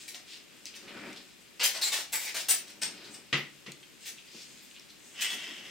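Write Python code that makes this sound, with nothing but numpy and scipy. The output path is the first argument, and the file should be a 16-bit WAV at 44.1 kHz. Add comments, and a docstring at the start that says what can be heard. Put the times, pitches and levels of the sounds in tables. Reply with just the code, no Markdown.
"""Gloves and a sleeve rustle over quiet hiss in a small, hard-walled room, as the hands lift a small
glass bowl of thick cream and tip it over a wooden bowl. The glass sticks and slips in short scrapes,
squealing when the slips repeat evenly; sticky cream and glove film tick and smear. The glass knocks
on the wood, which thumps in its low modes. Last, a finger wipes round the hollow of the glass."""
import sys
import numpy as np
from scipy import signal
from scipy.fft import rfft, irfft, next_fast_len
from scipy.io import wavfile
from scipy.ndimage import map_coordinates

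SR = 44100
rng = np.random.default_rng(int(sys.argv[2]) if len(sys.argv) > 2 else 0)


def generate_wav(sig):
    """Save sig (samples, or channels by samples) to the path in sys.argv[1] as 16-bit PCM at SR."""
    pcm = np.round(np.clip(np.atleast_2d(sig).T, -1, 1) * 32767).astype(np.int16)
    wavfile.write(sys.argv[1], SR, pcm)


N = 251669
TOP_HZ = 15900

# Stick-slip scrapes of the glass. Each row: start in seconds, length in seconds, relative level in dB,
# body (to 1.2 kHz) in dB, air (from 10.5 kHz) in dB.
GLASS_SCRAPES = [(0.077, 0.015, -33.5, -21, -4.5), (0.143, .015, -34.5, -8, -14),
                 (0.656, .013, -33.5, -41, -16), (0.749, 0.017, -38, -26, -11.5),
                 (1.595, 0.035, -25, -5.5, -20), (1.63, 0.033, -19.5, -13, -3.5),
                 (1.741, 0.036, -31.5, -4.5, -13), (1.8123, 0.03, -26, -10.5, -6),
                 (1.859, 0.025, -28, -9.5, -6.5), (1.919, 0.03, -22.5, -7.5, -9),
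                 (1.957, 0.055, -31.5, -5, -7), (2.1215, 0.041, -31.5, -3, 1.5),
                 (2.191, 0.069, -35, -8, -1.5), (2.249, 0.052, -33, -10, -10), (2.342, 0.039, -28, -6, -7),
                 (2.388, 0.028, -33.5, -11.5, -7), (2.484, 0.033, -22.5, -9, 1),
                 (2.668, 0.039, -43, -12, -11.5), (2.8142, .023, -24.5, -10.5, -12),
                 (3.141, 0.0084, -38, -11, -10), (4.054, 0.038, -35.5, -18, -5),
                 (5.208, 0.022, -26, -29, -5), (5.289, 0.063, -39, -8, -6)]


def amp(db):
    """Decibels to gain."""
    return 10 ** (np.asarray(db) / 20)


def unit(x):
    """Scale to rms 1."""
    return x / np.sqrt(np.mean(x ** 2) + 1e-20)


def along(points, hz):
    """Interpolate (Hz, value) points on a log frequency axis."""
    knots_hz, values = np.transpose(points)
    return np.interp(np.log(hz + 1), np.log(knots_hz + 1), values)


def band_db(hz, centre_hz, q):
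    """Gain of one broad resonance."""
    ratio = (hz + 1) / centre_hz
    return -10 * np.log10(1 + (q * (ratio - 1 / ratio)) ** 2)


def filtered(x, response):
    """Zero-phase filter with gain response(hz)."""
    n = x.shape[-1]
    size = next_fast_len(n + SR // 4)
    return irfft(rfft(x, size) * response(np.fft.rfftfreq(size, 1 / SR)), size)[..., :n]


def coloured(x, gain_db, size=1024):
    """Minimum-phase filter: nothing sounds before its cause."""
    cepstrum = irfft(np.log(amp(gain_db(np.fft.rfftfreq(size, 1 / SR)))))
    cepstrum[1:size // 2] *= 2
    cepstrum[size // 2 + 1:] = 0
    return signal.fftconvolve(x, irfft(np.exp(rfft(cepstrum))))[:len(x)]


def wobble(knots_per_s, n):
    """Smooth random curve."""
    knots = rng.standard_normal(int(n * knots_per_s / SR) + 4)
    return map_coordinates(knots, [np.arange(n) * knots_per_s / SR])


def add(track, start_s, sound):
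    """Mix a stereo sound into the track."""
    start = max(round(start_s * SR), 0)
    track[:, start:start + sound.shape[1]] += sound[:, :N - start]


def slips(per_s, n, spread_db):
    """Irregular tiny releases of uneven size, rms 1."""
    releases = rng.random(n) < per_s / SR
    return unit(releases * rng.standard_normal(n) * amp(spread_db * rng.standard_normal(n)))


def stroke(t, length_s, attack_s, release_s):
    """Contact pressure: grips, holds, lets go."""
    return (1 - np.exp(-t / attack_s)) * np.exp(-np.maximum(t - length_s, 0) / release_s)


def swells_db(moves, rest_db):
    """Level of movements that speed up and slow down in a bell shape, over a resting level."""
    t = np.arange(N) / SR
    power = sum(amp(db) ** 2 * np.exp(-(2 * (t - peak_s) / length_s) ** 2)
                for peak_s, length_s, db in moves)
    return 10 * np.log10(power + amp(rest_db) ** 2)


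def stereo(mid, side, width):
    """Left and right, with the side signal weighted by (Hz, dB) points."""
    side = filtered(side, lambda hz: amp(along(width, hz)))
    return np.array([mid + side, mid - side])


def in_room(x, direct_db):
    """Direct sound plus a fresh, dense tail that dies faster in the treble."""
    # Room decay. Each row: frequency in Hz, T60 in seconds.
    decay_t60_s = [(120, 0.31), (350, 0.36), (900, 0.33), (2500, 0.32), (6000, .3), (10000, 0.24),
                   (15000, 0.22)]
    # Echo width. Each row: frequency in Hz, side over mid in dB.
    echo_width = [(60, -10), (140, -16), (700, -9.5), (2400, -5.5), (4400, -4), (8000, -1), (15000, 3)]
    hz, t, noise = signal.stft(rng.standard_normal((2, SR // 2)), SR, nperseg=256)
    tail = signal.istft(noise * amp(-60 * t / along(decay_t60_s, hz)[:, None]), SR, nperseg=256)[1]
    tail *= 1 - np.exp(-np.arange(tail.shape[1]) / SR / 0.0013)
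    response = stereo(*tail / np.linalg.norm(tail[0]), echo_width)
    response[:, 0] += amp(direct_db)
    return signal.fftconvolve(x[None], response / np.hypot(1, amp(direct_db)), axes=1)


def rub(level_db, spectrum, slips_per_s):
    """Fine friction grains under a slightly uneven hand, heard through the room."""
    friction = slips(slips_per_s, N, spread_db=2.5) * amp(1.8 * wobble(35, N))
    grains = coloured(friction, lambda hz: along(spectrum, hz))
    return amp(level_db) * unit(in_room(grains, direct_db=-1)[:, :N])


def room_tone():
    """Steady hiss with a thin, fuzzy electrical whine."""
    # Each row: frequency in Hz, gain in dB.
    hiss_spectrum = [(25, -16), (60, -8.5), (100, -8.5), (160, -2), (330, -2), (700, -11.5), (1200, -11.5),
                     (2700, -3.5), (6000, -12.5), (10000, -17), (15500, -24)]
    # Each row: frequency in Hz, side over mid in dB.
    hiss_width = [(60, 4), (300, 2.5), (1000, -0.5), (2500, -4.5), (8000, -1), (15000, 5)]
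    mid, side = filtered(rng.standard_normal((2, N)), lambda hz: amp(along(hiss_spectrum, hz)))
    hiss = unit(stereo(mid, side, hiss_width))
    whine = unit(filtered(rng.standard_normal((2, N)), lambda hz: 1 / (1 + ((hz - 11960) / 70) ** 2)))
    return amp(-57) * hiss + amp(-73) * whine


def hands():
    """The sleeve brushes low; the gloves rub higher as they shift hold, never quite still."""
    # Arm movements. Each row: fastest moment in seconds, length in seconds, level in dB.
    brushes = [(.15, 1, -66), (1.014, 0.3, -48), (2.566, 0.34, -61.5), (3.004, 0.36, -53),
               (5.352, .05, -50), (5.5, 0.52, -55.5)]
    # Shifts of hold. Each row: fastest moment in seconds, length in seconds, glove in dB, sheen in dB.
    shifts = [(.01, 0.087, -49.5, -48.5), (0.338, 0.092, -49, -57), (.98, 0.44, -55.5, -65),
              (2.558, 0.12, -49, -65), (3.034, 0.19, -53, -64), (3.135, 0.06, -63, -54),
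              (4.057, 0.062, -49.5, -52), (4.406, 0.2, -53.5, -60.5), (4.565, 0.39, -60, -58.5),
              (5.12, 0.2, -62, -55)]
    # Friction spectra. Each row: frequency in Hz, gain in dB.
    sleeve_spectrum = [(40, -30), (100, -22.5), (150, -9.5), (260, -2.5), (370, -4.5), (650, -12.5),
                       (1000, -15), (1500, -12), (2500, -14.5), (6000, -50)]
    glove_spectrum = [(500, -30), (1300, -12), (2000, -2), (2900, 1.5), (4000, 0), (5300, 1), (7000, -45),
                      (12000, -31)]
    sheen_spectrum = [(3500, -34), (6300, -1), (8300, 0), (10000, -13.5), (12000, -21), (15500, -15)]
    peak_s, length_s, glove_db, sheen_db = np.transpose(shifts)
    sleeve = rub(swells_db(brushes, rest_db=-67.5), sleeve_spectrum, 2200)
    glove = rub(swells_db(zip(peak_s, length_s, glove_db), rest_db=-64.5), glove_spectrum, 2500)
    sheen = rub(swells_db(zip(peak_s, length_s, sheen_db), rest_db=-65.5), sheen_spectrum, 2700)
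    return sleeve + glove + sheen


def scrapes():
    """Glass chatters in bursts of fast slips; a firm grip bites sooner."""
    # Each row: frequency in Hz, gain in dB.
    glass_spectrum = [(60, -31), (250, -12.5), (500, -2.5), (850, 0.5), (1100, -3.5), (2200, -2),
                      (3200, -2.5), (5500, -2), (10000, -5), (11800, -8), (14000, -3), (16000, -9)]
    out, t = np.zeros((2, N)), np.arange(SR // 5) / SR
    grid_hz = np.linspace(0, SR / 2, num=100)
    for start_s, length_s, db, body_db, air_db in GLASS_SCRAPES:
        attack_s = 0.0016 * 2 ** ((-26 - db) / 11.5)  # doubles for each 11.5 dB weaker
        edge_db = 1.6 + 0.4 * air_db
        grip = [(1200, body_db), (1900, 0), (5200, 0), (6800, edge_db), (8700, edge_db), (10500, air_db)]
        # each contact point favours other high modes
        modes_db = 2.2 * rng.standard_normal(len(grid_hz)) * np.minimum(grid_hz / 9000, 1)
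        chatter = slips(7000, len(t), spread_db=2.5) * amp(1.1 * wobble(244, len(t)))
        burst = chatter * stroke(t, length_s, attack_s, release_s=0.0018)
        scrape = coloured(burst, lambda hz: along(glass_spectrum, hz) + along(grip, hz)
                          + np.interp(hz, grid_hz, modes_db))
        add(out, start_s, amp(db + 2) * in_room(scrape, direct_db=-2))
    return out


def ticks():
    """Sticky cream and glove film let go in tiny, nearly dry snaps; high ones die sooner."""
    # Each row: start in seconds, relative level in dB, centre in Hz.
    snaps = [(0.1454, -33.5, 3570), (0.6556, -28.5, 5500), (0.741, -37, 2950), (1.13, -40, 5500),
             (3.7198, -31, 7040), (3.72, -35.5, 3720), (4.712, -41.5, 3140), (4.775, -46, 3050),
             (4.797, -37, 4730)]
    t60_cycles = 53
    out, t = np.zeros((2, N)), np.arange(SR // 20) / SR
    for start_s, db, centre_hz in snaps:
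        t60_s = t60_cycles / centre_hz
        burst = rng.standard_normal(len(t)) * amp(-60 * t / t60_s)
        snap = coloured(burst, lambda hz: 2 * band_db(hz, centre_hz, q=1.67))
        add(out, start_s, amp(db + 1) * in_room(snap / np.abs(snap).max(), direct_db=9))
    return out


def smears():
    """A glove wet with cream slides briefly, hissing around one pitch."""
    # Each row: start in seconds, length in seconds, centre in Hz, level in dB.
    slides = [(0.262, 0.11, 3700, -51), (0.44, 0.15, 2500, -64), (0.735, 0.017, 2780, -51),
              (0.868, .041, 2720, -48), (0.946, .19, 2150, -52.5), (1.159, 0.021, 3900, -46),
              (3.041, 0.017, 3970, -49), (3.359, 0.038, 13000, -54.5), (3.828, 0.0039, 2830, -48),
              (4.171, 0.022, 2850, -49), (4.304, .13, 4870, -52), (4.618, .03, 13600, -57),
              (4.736, .047, 2860, -53.5), (4.883, 0.023, 4050, -52.5)]
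    out, t = np.zeros((2, N)), np.arange(SR // 5) / SR
    for start_s, length_s, centre_hz, db in slides:
        friction = slips(4000, len(t), spread_db=2)
        slide = unit(coloured(friction, lambda hz: 2 * band_db(hz, centre_hz, q=1.38)))
        pressure = stroke(t, length_s, attack_s=length_s / 5, release_s=0.0037)
        add(out, start_s, amp(db) * in_room(slide * pressure, direct_db=1.5))
    return out


def squeals():
    """For most of a scrape the slips repeat evenly, at an unsteady high pitch."""
    # Each row: start in seconds, pitch in Hz, waver in Hz, relative level in dB.
    locked_slips = [(1.597, 2708, 297, -31), (1.63, 3190, 141, -30), (1.633, 10350, 200, -35),
                    (1.634, 13290, 150, -35), (1.815, 4220, 324, -27), (1.84, 7330, 260, -30),
                    (1.914, 3720, 198, -32.5), (2.125, 2162, 250, -36), (2.125, 7770, 168, -35),
                    (2.249, 2260, 269, -40), (2.486, 7755, 40.4, -27.5), (2.486, 8970, 55, -24.5),
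                    (2.491, 15000, 260, -35), (2.815, 5260, 294, -32.5), (2.815, 8370, 218, -32),
                    (3.135, 8150, 260, -44), (5.215, 8380, 35, -35), (5.284, 3370, 50, -38.5),
                    (5.285, 8400, 35, -52)]
    scrape_share, octave_db = 0.9, -14
    out, t = np.zeros((2, N)), np.arange(SR // 7) / SR
    scrape_start_s, scrape_length_s = np.transpose(GLASS_SCRAPES)[:2]
    for start_s, hz, waver_hz, db in locked_slips:
        length_s = scrape_share * scrape_length_s[np.argmin(np.abs(scrape_start_s - start_s))]
        pitch_hz = hz + waver_hz * wobble(1100, len(t))
        phase = 2 * np.pi * np.cumsum(pitch_hz) / SR
        wave = np.sin(phase) + amp(octave_db) * (2 * hz < TOP_HZ) * np.sin(2 * phase)
        tone = unit(wave * amp(2.5 * wobble(400, len(t))))
        pressure = stroke(t, length_s, attack_s=0.004, release_s=0.003)
        add(out, start_s, amp(db - 1) * in_room(tone * pressure, direct_db=0))
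    return out


def knocks():
    """Glass strikes the wooden bowl: a clack and a low thump, duller for a soft contact."""
    # Each row: start in seconds, relative level in dB, thump gain in dB, contact cut-off in Hz.
    strikes = [(2.825, -19, -9.5, 910), (3.3281, -4.5, 1.5, 4750), (3.6629, -24.5, -6, 5860),
               (3.678, -16, -3, 454), (4.346, -23, -16, 706), (4.481, -27, -6.5, 505)]
    # Wooden bowl on the table. Each row: frequency in Hz, relative level in dB, T60 in seconds.
    bowl_modes = [(143.5, -27.5, 0.28), (202, -27.5, 0.15), (280.7, -32, 0.15), (361, -29.5, 0.15),
                  (466, -39, 0.076)]
    # Each row: frequency in Hz, gain in dB.
    clack_spectrum = [(40, -10), (90, -14), (150, 5), (450, 1.5), (680, -6), (1050, 0), (1400, 3),
                      (1700, 0.5), (1950, 13), (2250, 7.5), (2650, 9), (3200, 7), (4000, 1), (5200, 0.5),
                      (8000, -4), (16000, -17)]
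    out, t = np.zeros((2, N)), np.arange(SR // 3) / SR
    mode_hz, mode_db, t60_s = np.transpose(bowl_modes)[:, :, None]
    rise = 1 - np.exp(-t / 0.0084)  # the table takes up the thump gradually
    clack = coloured(4.4 * (t == 0), lambda hz: along(clack_spectrum, hz))
    for start_s, db, thump_db, cut_hz in strikes:
        def contact_db(hz):
            treble_loss = 1 + (hz / cut_hz) ** 6
            bass_loss = 1 + (115 / (hz + 30)) ** 8  # bowls too small to radiate deep bass
            return -10 * np.log10(treble_loss * bass_loss)

        gains = amp(mode_db + thump_db + rng.normal(0, 1, mode_hz.shape))
        modes = gains * amp(-60 * t / t60_s) * np.cos(2 * np.pi * mode_hz * t)
        thump = modes.sum(axis=0) * rise
        add(out, start_s, amp(db - 1.5) * in_room(coloured(clack, contact_db, 4096), direct_db=-12))
        add(out, start_s, amp(db) * in_room(coloured(thump, contact_db, 4096), direct_db=6.5))
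    return out


def wipe():
    """A finger lands in the glass, presses hard, then eases into a steady drag."""
    # The hollow of the glass colours the friction. Each row: frequency in Hz, gain in dB.
    hollow_spectrum = [(100, -47), (500, -17.5), (760, -16.5), (1100, -12.5), (1600, -8.5), (1950, 2),
                       (2250, -2.5), (2900, 4), (3450, 0.5), (3900, -9.5), (5200, -7), (8000, -14.5),
                       (11000, -25), (15500, -28)]
    start_s, rise_db_per_s = 5.225, 300
    drag_db, press_db, ease_s = -46, 14.5, 0.14
    t = np.arange(N) / SR - start_s
    landing_db = rise_db_per_s * np.minimum(t, 0)
    pressure_db = press_db * np.exp(-np.maximum(t, 0) / ease_s)
    return rub(drag_db + landing_db + pressure_db, hollow_spectrum, slips_per_s=1600)


def scene():
    """All sources, leaning a little to the left, where the bowls stand."""
    # Each row: frequency in Hz, left over right in dB.
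    balance = [(60, -0.5), (200, 2), (700, 4.5), (1300, 3.5), (2400, 1.5), (4400, 1.5), (8000, 3),
               (15000, 0.5)]
    handling = scrapes() + squeals() + knocks() + ticks() + smears() + hands() + wipe()
    return filtered(handling + room_tone(), lambda hz: amp(np.outer([0.5, -0.5], along(balance, hz))))


def record(dry):
    """Brick-wall low-pass at TOP_HZ."""
    return filtered(dry, lambda hz: hz < TOP_HZ)


dry = scene()
out = record(dry)
generate_wav(out)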